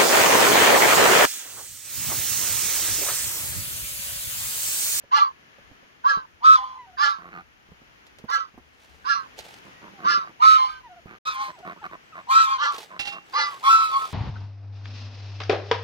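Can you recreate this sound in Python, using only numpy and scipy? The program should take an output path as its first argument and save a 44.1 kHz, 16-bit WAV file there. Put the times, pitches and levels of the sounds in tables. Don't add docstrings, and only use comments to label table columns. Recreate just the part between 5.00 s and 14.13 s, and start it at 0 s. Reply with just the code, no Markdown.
import sys
import numpy as np
from scipy import signal
from scipy.fft import rfft, irfft, next_fast_len
from scipy.io import wavfile
from scipy.ndimage import uniform_filter1d, minimum_filter1d, map_coordinates

SR = 44100
rng = np.random.default_rng(int(sys.argv[2]) if len(sys.argv) > 2 else 0)


def invert_db(x):
    u = np.asarray(x, float) / 20
    return 10 ** u


def transcribe(signal):
    frames = np.atleast_2d(signal).T
    limited = np.clip(frames, -1, 1)
    pcm = np.round(limited * 32767).astype(np.int16)
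    wavfile.write(sys.argv[1], SR, pcm)


N = 402633
TIME_S = np.arange(N) / SR

# hz, density_db
AIR_SPECTRUM = [(60, -31), (110, -9), (270, -8.5), (600, -11), (1700, -8), (3100, -12.5), (3700, -20),
                (6800, -24), (7600, -42), (11000, -34.5), (15000, -40.5)]
# time_s, level_db
AIR_LEVEL = [(0, -56), (2.6, -56), (3.6, -52.5), (5, -52.5), (6.1, -56.5), (6.3, -54), (9.13, -51)]
# hz, left_right_correlation
AIR_CORRELATION = [(100, 0.75), (1000, -0.6), (12000, 0.21)]
# hz, left_over_right_db
AIR_LEAN = [(600, 3), (9000, 1)]
# pitch_hz, half_width_hz, level_db, start_s, end_s
INSECTS = [(1710, 40, -74, 0, 1.5), (7800, 40, -81, 6.25, 9.13)]
# time_s, level_db
BREEZE_LEVEL = [(0, -69.5), (2.5, -66), (3.6, -67), (5.8, -69), (6.3, -72.5), (9.13, -73.5)]
# start_s, level_db, pitch_hz
STEPS = [(0.037, -45, 560), (0.584, -46, 560), (0.713, -44, 262), (0.826, -49.5, 558.6),
         (1.172, -37, 177.6), (2.688, -50, 153), (2.717, -42, 180), (2.817, -47, 254),
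         (3.198, -47.5, 434.7), (3.24, -34, 230), (3.54, -46, 222.5), (3.577, -37.5, 250),
         (6.058, -39, 176)]
# hz, t60_s
YARD_DECAY = [(300, .15), (1500, .16), (8000, .1)]

# start_s, time_stretch, top_pitch_hz, low_mode_db, main_mode_db, high_mode_db, rasp_db
# (the dB columns are added to the shared course)
SHORT_HONKS = [(0.108, 0.87, 1406, -13.5, -21.5, -27, -28.5), (1.035, 0.9, 1381, -18, -23, -22, -34),
               (1.969, 1.005, 1425, -21, -19, -21.5, -29.5), (3.278, 0.89, 1381, -29.5, -20.5, -26.5, -33),
               (4.04, 0.94, 1395, -24.5, -21, -23.5, -34), (5.035, 1.018, 1426, -19, -16.5, -25.5, -29),
               (7.57, 1, 1430, -25, -23.5, -25, -29.5), (8.322, 1.09, 1433, -24.5, -27, -27, -28.5)]
# age_s (before stretch), pitch_over_top, low_mode_db, main_mode_db, high_mode_db, rasp_db
SHORT_COURSE = [(0, 0.98, -40, -51, -31.5, -42), (.015, 0.84, -6, -21.5, -16, -10.5),
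                (0.041, 0.97, 3, -15.5, -13.5, -5), (0.067, 1, -5, -3, -3.5, 2.5),
                (0.091, 0.96, -8.5, 0, 0.5, 1.5), (0.132, 0.97, -1, -8, -24, -7),
                (.17, .93, -12, -16.5, -24, -17.5), (0.251, .88, -33.5, -43, -42.5, -40)]
# left_over_right_db, left_lag_samples
SHORT_PLACES = [(-2.5, -21), (-3, -21), (-5, -21), (-6.5, -21), (-6.5, -21), (-3, -21), (-1, 9), (-1.5, 9)]
SHORT_PIPE = [.849, 1, 1.23]
# multiple, relative_db
SHORT_OVERTONES = [(2, -7), (3, -6), (4, -11.5), (5, -12.5)]
# hz_at_top_pitch, wobble_knots_per_s, relative_db
SHORT_RINGS = [(530, 60, -20), (900, 140, -10), (2050, 80, -10), (2370, 200, -16), (2880, 300, -14),
               (3200, 250, -15), (3500, 300, -15), (3970, 260, -11), (4300, 400, -11), (5170, 300, -9),
               (4750, 300, -13), (5830, 350, -18)]
# breath_start_s, settled_pitch_hz, rasp_db at full voice, hiss_over_rasp_db
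LONG_HONKS = [(1.405, 1299, -26, -34), (5.384, 1309, -19, -33), (6.148, 1292, -29.5, -22.5),
              (7.264, 1325, -22, -19), (8.61, 1335, -22.5, -18)]
# time_s, level_db, leading_mode_number (0 = lowest)
LONG_VOICES = [
    [(1.405, -60.5, 1.35), (1.435, -19, 1.37), (1.455, -2.5, 2.4), (1.49, -2.5, 1.97), (1.555, -7.5, 2.2),
     (1.58, -26, 1.14), (1.625, -26, 0.57), (1.66, -28, 1.37), (1.785, -44, 1)],
    [(5.385, -77, 1), (5.405, -27, 0.92), (5.425, -9, 1.91), (5.455, 1, 1.5), (5.475, -5, 2.06),
     (5.56, -11, 2.17), (5.6, -16, 1.2), (5.65, -19.5, 1.02), (5.7, -25.5, 1.65), (5.819, -48, 1.3)],
    [(6.25, -42, 2), (6.275, -21.5, 2.04), (6.32, -27.5, 1.83), (6.37, -31.5, 0.87), (6.415, -20, 0.73),
     (6.49, -35.5, 0.83), (6.519, -61, 1.5)],
    [(7.265, -63, 1), (7.29, -28, 0.81), (7.315, -9.5, 1.33), (7.35, -11, 1.79), (7.4, -6, 2.22),
     (7.445, -18.5, 1.94), (7.48, -17.5, 1.39), (7.53, -14, 1.47), (7.579, -33, 0.78)],
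    [(8.61, -70, 1), (8.64, -17.5, 1.45), (8.685, -7.5, 1.3), (8.712, -9, 2.1), (8.79, -13, 2),
     (8.82, -13, 1.8), (8.89, -28.5, 2), (8.94, -16, 1.38), (8.97, -16, 1.2), (9.0, -23, 1.56),
     (9.047, -21.5, 1.79), (9.109, -51, 1.4)],
]
# left_over_right_db, left_lag_samples
LONG_PLACES = [(-1, 13), (-3.5, -21), (0, 11), (1, 12), (0, 10)]
LONG_PIPE = [.641, .83, 1, 1.181]
# multiple, relative_db
LONG_OVERTONES = [(2, -4), (3, -1), (4, -6), (5, -12), (6, -17), (8, -22), (9, -23), (11, -27)]
# hz_at_top_pitch, wobble_knots_per_s, relative_db
LONG_RINGS = [(1600, 150, -14), (2450, 250, -14), (3200, 250, -16), (4450, 250, -15), (5500, 400, -16),
              (1880, 180, -14), (2220, 160, -16), (2900, 260, -17), (3500, 180, -15), (4120, 180, -15),
              (4730, 300, -16)]
# hz, density_db
RASP_SPECTRUM = [(300, -36), (500, -22.5), (1200, 28), (2200, 1), (3000, 6), (4500, 3.3), (6500, 2.5),
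                 (7400, -18), (15000, -42)]
# hz, density_db
HISS_SPECTRUM = [(4000, -31), (7000, 0), (10500, 0), (13000, -3.5), (15500, -7)]

# start_s, length_s, first_hz, last_hz, level_db
PEEPS = [(1.773, 0.096, 1035, 912, -44), (1.86, 0.06, 756, 740, -48.5), (1.926, .035, 720, 724, -50),
         (4.734, 0.09, 1875, 1930, -55), (4.937, .11, 835, 685, -50.5), (5.681, 0.12, 1580, 1537, -43),
         (5.831, 0.056, 1025, 885, -44), (5.887, 0.069, 746, 695, -43), (5.959, .043, 760, 630, -45),
         (6.526, 0.0447, 1064, 887, -49.5), (6.56, .038, 806, 645, -52), (6.626, 0.043, 726, 743, -37.5),
         (6.778, 0.044, 1190, 1400, -51), (6.815, 0.035, 916, 760, -41.5), (6.891, 0.022, 1233, 1000, -48),
         (7.123, 0.023, 1370, 1170, -43.5)]
# start_s, length_s, chest_db, throat_db, throat_tuning_ratio
GRUNTS = [(2.174, 0.15, -53.5, -45, 0.91), (2.308, 0.12, -51, -40.5, 1), (4.64, 0.059, -51.5, -52, .83),
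          (4.806, 0.1, -52.5, -48.5, 0.78), (4.889, 0.072, -54.5, -75, 1.09), (4.974, 0.19, -47, -40, 0.93),
          (5.164, 0.033, -47.5, -56, 1.3), (5.203, .11, -63, -46, 0.95), (5.29, 0.033, -53, -53, .76),
          (6.062, .11, -53.5, -45.5, 1.01), (6.384, 0.044, -60, -50, 0.92), (6.479, .04, -51.5, -38, 0.81),
          (6.58, .04, -59.5, -49.5, .53), (6.644, .095, -45, -35.5, 0.895),
          (6.755, 0.039, -57.5, -51, 0.75), (6.828, 0.048, -51, -33.5, 0.95),
          (6.907, 0.058, -50.5, -39, 0.85), (7.143, 0.08, -56.5, -38, .88),
          (7.892, 0.099, -57.5, -41.5, 0.85), (8.109, 0.091, -54, -38.5, 0.89)]
# hz, width_hz, relative_db
CHEST_MODES = [(181.3, 36, 1.4), (340, 42, 0), (490, 167, -10.5)]
# hz, width_hz, relative_db
THROAT_MODES = [(760, 82, -7.5), (1215, 71, 2), (1454, 390, -6), (2400, 740, -15.5), (4260, 450, -28.5)]
# start_s, rise_s, fall_db_per_s, level_db before the ears are mixed
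RUSTLES = [(3.502, 0.37, 27.5, -61), (4.36, 0.033, 113, -46), (4.459, 0.017, 76, -51.5),
           (6.239, 0.019, 47.5, -53), (7.2, 0.18, 23.5, -58), (7.65, .14, 207, -44), (8.2, 0.13, -6, -52.5)]
# start_s, level_db
SNAPS = [(3.0664, -48.5), (3.186, -46), (3.3004, -39.5), (4.3893, -32.5), (6.588, -52), (7.7428, -35.5),
         (7.7816, -32), (7.8294, -40.5)]
# hz, density_db
LEAF_SPECTRUM = [(240, -35), (400, -14.5), (621, -16.5), (880, -12), (979, -27), (3290, -18), (4330, -20.5),
                 (15000, -38.5)]
# start_s, level_db
KNIFE_CONTACTS = [(7.9922, -24.5), (8.0499, -32.5), (8.0707, -29.5), (8.1224, -39.5)]
# hz, mean_relative_db, t60_s
BLADE_MODES = [(810, -12, .3), (2100, -12, .08), (2730, 1, .28), (3050, -12, .06), (3600, -11, .1),
               (4390, -13, .05), (5160, -12, .08)]
# start_s, end_s
BREAK_S = (6.187, 6.251)


def unit(x):
    return x / np.sqrt(np.mean(np.abs(x) ** 2) + 1e-20)


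def along(points, hz):
    f, v = np.transpose(points)
    return np.interp(np.log(hz + 1), np.log(f + 1), v)


def span(rows):
    s, *cols = np.transpose(rows)
    t = TIME_S[int(s[0] * SR):int(s[-1] * SR)]
    fade = np.clip(np.minimum(t - s[0], s[-1] - t) / 0.0045, 0, 1)
    return int(s[0] * SR), np.array([np.interp(t, s, c) for c in cols]), fade


def wobble(knots_per_s, size):
    knots = rng.standard_normal(int(size * knots_per_s / SR) + 4)
    return map_coordinates(knots, [np.arange(size) * knots_per_s / SR])


def filtered(x, response):
    m = next_fast_len(x.shape[-1] + 4096)
    return irfft(rfft(x, m) * response(np.fft.rfftfreq(m, 1 / SR)), m)[..., :x.shape[-1]]


def coloured(spectrum, size):
    return unit(filtered(rng.standard_normal(size), lambda hz: invert_db(along(spectrum, hz))))


def resonances(modes):
    def mode(f, hz, width_hz, db):
        damping = 1j * f * width_hz
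        return invert_db(db) * damping / (hz * hz - f * f + damping)
    return lambda f: sum((-1) ** k * mode(f, *row) for k, row in enumerate(modes))


def placed(x, left_over_right_db, left_lag_samples):
    side = np.array([[1], [-1]])

    def response(hz):
        delay = np.exp(-1j * np.pi * side * hz * left_lag_samples / SR)
        return invert_db(side * left_over_right_db / 2) * delay
    return filtered(x, response)


def add(out, start, x):
    out[..., start:start + x.shape[-1]] += x[..., :N - start]


def air():
    def angle(hz):
        return np.arccos(np.clip(along(AIR_CORRELATION, hz), -1, 1)) / 2

    def mid_side(hz):
        return invert_db(along(AIR_SPECTRUM, hz)) * [np.cos(angle(hz)), np.sin(angle(hz))]
    mid, side = filtered(rng.standard_normal((2, N)), mid_side)
    halves = np.array([[.5], [-.5]])
    pair = filtered(np.array([mid + side, mid - side]), lambda hz: invert_db(along(AIR_LEAN, hz) * halves))
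    level_db = np.interp(TIME_S, *np.transpose(AIR_LEVEL)) + 1.6 * wobble(1.643, size=N)
    out = unit(pair) * invert_db(level_db)
    for hz, half_width_hz, db, first_s, last_s in INSECTS:
        tone = filtered(rng.standard_normal(N), lambda f: np.exp(-((f - hz) / half_width_hz) ** 2))
        present = (TIME_S > first_s) & (TIME_S < last_s)
        out = out + invert_db(db + 3.4 * wobble(9.9, size=N)) * unit(tone) * present
    return out


def breeze():
    db = np.interp(TIME_S, *np.transpose(BREEZE_LEVEL))
    spectrum = [(15, -26.5), (40, -5), (75, 2.0), (130, -22.0), (300, -42.5)]  # hz, density_db
    ears = []
    for offset_db in (5, -1.5):
        lumps = invert_db(4.6 * wobble(8.1, size=N))
        ears.append(invert_db(db + offset_db) * unit(lumps * coloured(spectrum, size=N)))
    return np.array(ears)


def steps():
    out, t = np.zeros(N), TIME_S[:SR // 10]
    grit = [(100, -4.5), (400, -5.5), (1000, -13.5), (3000, -41), (8000, -42.0)]  # hz, density_db
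    onset = 1 - np.exp(-t / 0.00035)
    for s, db, hz in STEPS:
        thump = invert_db(-60 * t / 0.044) * np.sin(2 * np.pi * hz * t)
        puff = .5 * invert_db(-60 * t / 0.084) * coloured(grit, size=len(t))
        add(out, round(s * SR), invert_db(db) * (thump + puff) * onset)
    return placed(out, -6.5, 3)


def yard(x):
    hz, t, z = signal.stft(rng.standard_normal((2, SR // 4)), SR, nperseg=256)
    decay = invert_db(-60 * t / along(YARD_DECAY, hz)[:, None])
    tail = signal.istft(z * decay, SR, nperseg=256)[1]
    late = np.pad(x, ((0, 0), (300, 0)))
    return signal.fftconvolve(late, tail / np.linalg.norm(tail[0]), axes=1)[:, :N]


def short_honk(s, time_stretch, top_hz, *offsets_db):
    rows = [(s + time_stretch * age_s, *cols) for age_s, *cols in SHORT_COURSE]
    start, (ratio, *course_db), fade = span(rows)
    *mode_db, rasp_db = np.array(course_db) + np.array(offsets_db)[:, None]
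    hiss_over_rasp_db = -32.5
    return start, top_hz * ratio, mode_db, rasp_db, hiss_over_rasp_db, fade


def long_honk(s, settled_hz, full_rasp_db, hiss_over_rasp_db, voice):
    scoop_ratio, scoop_s, hz_per_db = .17, .022, 2.5
    loss_db_per_mode, readiness_db = 22, [2, 2, -0.5, -13]
    rasp_db_per_voice_db, rasp_tires_db_per_s = 0.73, 24
    rasp_lag_s, bill_opening_s = 0.039, 0.025
    start, (db, lead), fade = span(voice)
    age_s = np.maximum(TIME_S[start:start + len(fade)] - s, 1e-4)
    scoop = 1 - scoop_ratio * np.exp(-age_s / scoop_s)
    main_hz = settled_hz * scoop + hz_per_db * np.maximum(db - db.max(), -25)
    mode_db = [db + ready_db - loss_db_per_mode * np.abs(lead - k) for k, ready_db in enumerate(readiness_db)]
    lag = int(rasp_lag_s * SR)
    lagged_db = np.maximum(db, uniform_filter1d(db, size=lag, origin=(lag - 1) // 2, mode='nearest'))
    opening_db = 40 * np.log10(1 - np.exp(-age_s / bill_opening_s))
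    following_db = rasp_db_per_voice_db * (lagged_db - db.max())
    rasp_db = opening_db + full_rasp_db + following_db - rasp_tires_db_per_s * age_s
    return start, main_hz, mode_db, rasp_db, hiss_over_rasp_db, fade


def scattered(pair):
    t60_s, over_direct_db = .018, -2
    t = TIME_S[:int(t60_s * SR)]
    spray = rng.standard_normal((2, len(t))) * invert_db(-60 * t / t60_s)
    spray = invert_db(over_direct_db) * spray / np.linalg.norm(spray, axis=1, keepdims=True)
    reflections = signal.fftconvolve(pair, spray, axes=1)[:, :pair.shape[1]]
    return (pair + reflections) / np.hypot(1, invert_db(over_direct_db))


def blown_rings(rings, main_hz):
    n = len(main_hz)
    slide = 2 * np.pi * np.cumsum(np.sqrt(main_hz / main_hz.max())) / SR
    out = np.zeros(n)
    for hz, knots_per_s, db in rings:
        cosine = wobble(knots_per_s, size=n) * np.cos(hz * slide)
        sine = wobble(knots_per_s, size=n) * np.sin(hz * slide)
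        out += invert_db(db + 3.34 * wobble(18.5, size=n)) * (cosine + sine)
    return out


def goose(honks, places, pipe, overtones, rings, waver_hz, flutter_db, skirt_db, breath_db):
    skirt_db_per_effort_db = .45
    out = np.zeros((2, N))
    for (start, main_hz, mode_db, effort_db, hiss_db, fade), (pan_db, lag) in zip(honks, places):
        n = len(fade)
        waver = np.array([wobble(73.7, size=n) for _ in pipe])
        phase = 2 * np.pi * np.cumsum(np.outer(pipe, main_hz) + waver_hz * waver, axis=1) / SR
        flutter = invert_db(flutter_db * np.array([wobble(59.0, size=n) for _ in pipe]))
        modes = invert_db(np.array(mode_db)) * flutter * np.exp(1j * phase)
        turbulence_db = np.minimum(skirt_db + skirt_db_per_effort_db * (effort_db.max() - effort_db), 0)
        turbulence = np.array([wobble(350, size=n) + 1j * wobble(350, size=n) for _ in pipe])
        skirt = 1 + invert_db(turbulence_db) * turbulence
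        membrane = modes.sum(0) / np.abs(modes).sum(0)
        upper = sum(invert_db(db) * (membrane ** k).real for k, db in overtones)
        breath = coloured(RASP_SPECTRUM, size=n) * (1.3 + np.abs(membrane) ** 2)
        hiss = invert_db(hiss_db + 5.3 * wobble(29.3, size=n)) * coloured(HISS_SPECTRUM, size=n)
        rasp = invert_db(breath_db) * unit(breath) + blown_rings(rings, main_hz) + hiss
        voice = fade * np.sqrt(2) * (modes * skirt).sum(0).real
        harsh = fade * invert_db(effort_db) * (invert_db(1.5) * upper + rasp)
        add(out, start, placed(voice, pan_db, lag))
        add(out, start, scattered(placed(harsh, pan_db / 2 - 3, lag)))
    return out


def short_honks():
    honks = [short_honk(*row) for row in SHORT_HONKS]
    return goose(honks, SHORT_PLACES, SHORT_PIPE, SHORT_OVERTONES, SHORT_RINGS,
                 waver_hz=10, flutter_db=2.5, skirt_db=-19, breath_db=-1.5)


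def long_honks():
    honks = [long_honk(*row, voice) for row, voice in zip(LONG_HONKS, LONG_VOICES)]
    return goose(honks, LONG_PLACES, LONG_PIPE, LONG_OVERTONES, LONG_RINGS,
                 waver_hz=5, flutter_db=1.5, skirt_db=-24, breath_db=0)


def whimpers():
    out = np.zeros(N)
    for s, length_s, first_hz, last_hz, db in PEEPS:
        u = np.arange(int(length_s * SR)) / (length_s * SR)
        hz = first_hz + (last_hz - first_hz) * u + 10 * wobble(60, size=len(u))
        phase = 2 * np.pi * np.cumsum(hz) / SR
        harmonics = [(1, 0), (2, -13), (3, -23), (4, -22)]  # multiple, relative_db
        tone = sum(invert_db(level_db) * np.sin(k * phase) for k, level_db in harmonics)
        tone = filtered(tone, lambda f: 1 / (1 + (f / 4000) ** 8))
        swell = invert_db(db + 2.2 * wobble(47, size=len(u))) * np.sqrt(np.sin(np.pi * u))
        add(out, int(s * SR), swell * tone)
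    return placed(out, -0.6, 2.1)


def grunts():
    base_hz, spread_ratio = 93, .07
    out = np.zeros((2, N))
    for s, length_s, chest_db, throat_db, tuning in GRUNTS:
        hz = base_hz * (1 + spread_ratio * rng.standard_normal())
        n = int(length_s * SR)
        u = np.arange(n) / n
        swell = np.abs(np.sin(np.pi * u)) ** 0.65 * invert_db(0.65 * wobble(40, size=n))
        arch = .92 + .12 * np.sin(np.pi * u ** 1.4) + 0.12 * wobble(60, size=n)
        cycles = rng.random() + np.cumsum(hz * arch) / SR
        pulses = np.diff(np.floor(cycles), prepend=0) * invert_db(3 * rng.standard_normal(n))
        breath = rng.standard_normal(n) * np.exp(-2.5 * (cycles % 1))
        chest = filtered(unit(pulses) + .4 * unit(breath), resonances(CHEST_MODES))
        throat = filtered(unit(pulses) + 1.3 * unit(breath), lambda f: resonances(THROAT_MODES)(f / tuning))
        add(out, int(s * SR), placed(swell * invert_db(chest_db) * unit(chest), -8.0, 4.4))
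        add(out, int(s * SR), placed(swell * invert_db(throat_db) * unit(throat), -2.3, 9.93))
    return out


def rustle():
    out, t = np.zeros((2, N)), TIME_S[:SR // 20]
    start = int(RUSTLES[0][0] * SR)
    now, n = TIME_S[start:], N - start
    motion = np.zeros(n)
    for s, rise_s, fall_db_per_s, db in RUSTLES:
        rise = np.clip((now - s) / rise_s, 0, 1) ** 2
        motion += rise * invert_db(db - fall_db_per_s * np.maximum(now - s - rise_s, 0))
    grains = invert_db(3.5 * wobble(250, size=n) + 2 * wobble(25, size=n))
    for ear in out:
        add(ear, start, motion * unit(grains * coloured(LEAF_SPECTRUM, size=n)))
    out = out + .5 * out[::-1]
    for s, db in SNAPS:
        snap = invert_db(db - 60 * t / 0.06) * coloured(LEAF_SPECTRUM, size=len(t))
        add(out, round(s * SR), placed(snap, -0.5, -7.5))
    return out * invert_db([[-1.5], [1.5]])


def knife():
    out, t = np.zeros(N), TIME_S[:SR // 3]
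    stone = [(300, -4.0), (900, -2.5), (3500, 9.5), (8000, -10.5), (15000, -26.5)]  # hz, density_db
    onset = 1 - np.exp(-t / 0.0025)
    for s, db in KNIFE_CONTACTS:
        ring = np.zeros(len(t))
        for hz, level_db, t60_s in BLADE_MODES:
            ring += invert_db(level_db + rng.normal(0, 3) - 60 * t / t60_s) * np.sin(2 * np.pi * hz * t)
        scrape = 0.86 * invert_db(-60 * t / 0.16) * coloured(stone, size=len(t))
        add(out, round(s * SR), invert_db(db) * (ring + scrape) * onset)
    return placed(out, -8.5, 8.2)


def scene():
    near = steps() + short_honks() + long_honks() + whimpers() + grunts() + knife()
    echo = invert_db(-22) * yard(near)
    return near + echo + rustle() + air() + breeze()


def top_cut(x):
    return signal.sosfilt(signal.butter(12, 15670, fs=SR, output="sos"), x)


def record(dry):
    needed = np.minimum(1, .93 / (np.abs(dry).max(0) + 1e-9))
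    gain = uniform_filter1d(minimum_filter1d(needed, size=801), size=401)
    outside_s = np.maximum(BREAK_S[0] - TIME_S, TIME_S - BREAK_S[1])
    gate = np.clip(outside_s / .003, 0, 1)
    return top_cut(dry * gain * gate)


dry = scene()
out = record(dry)
transcribe(out)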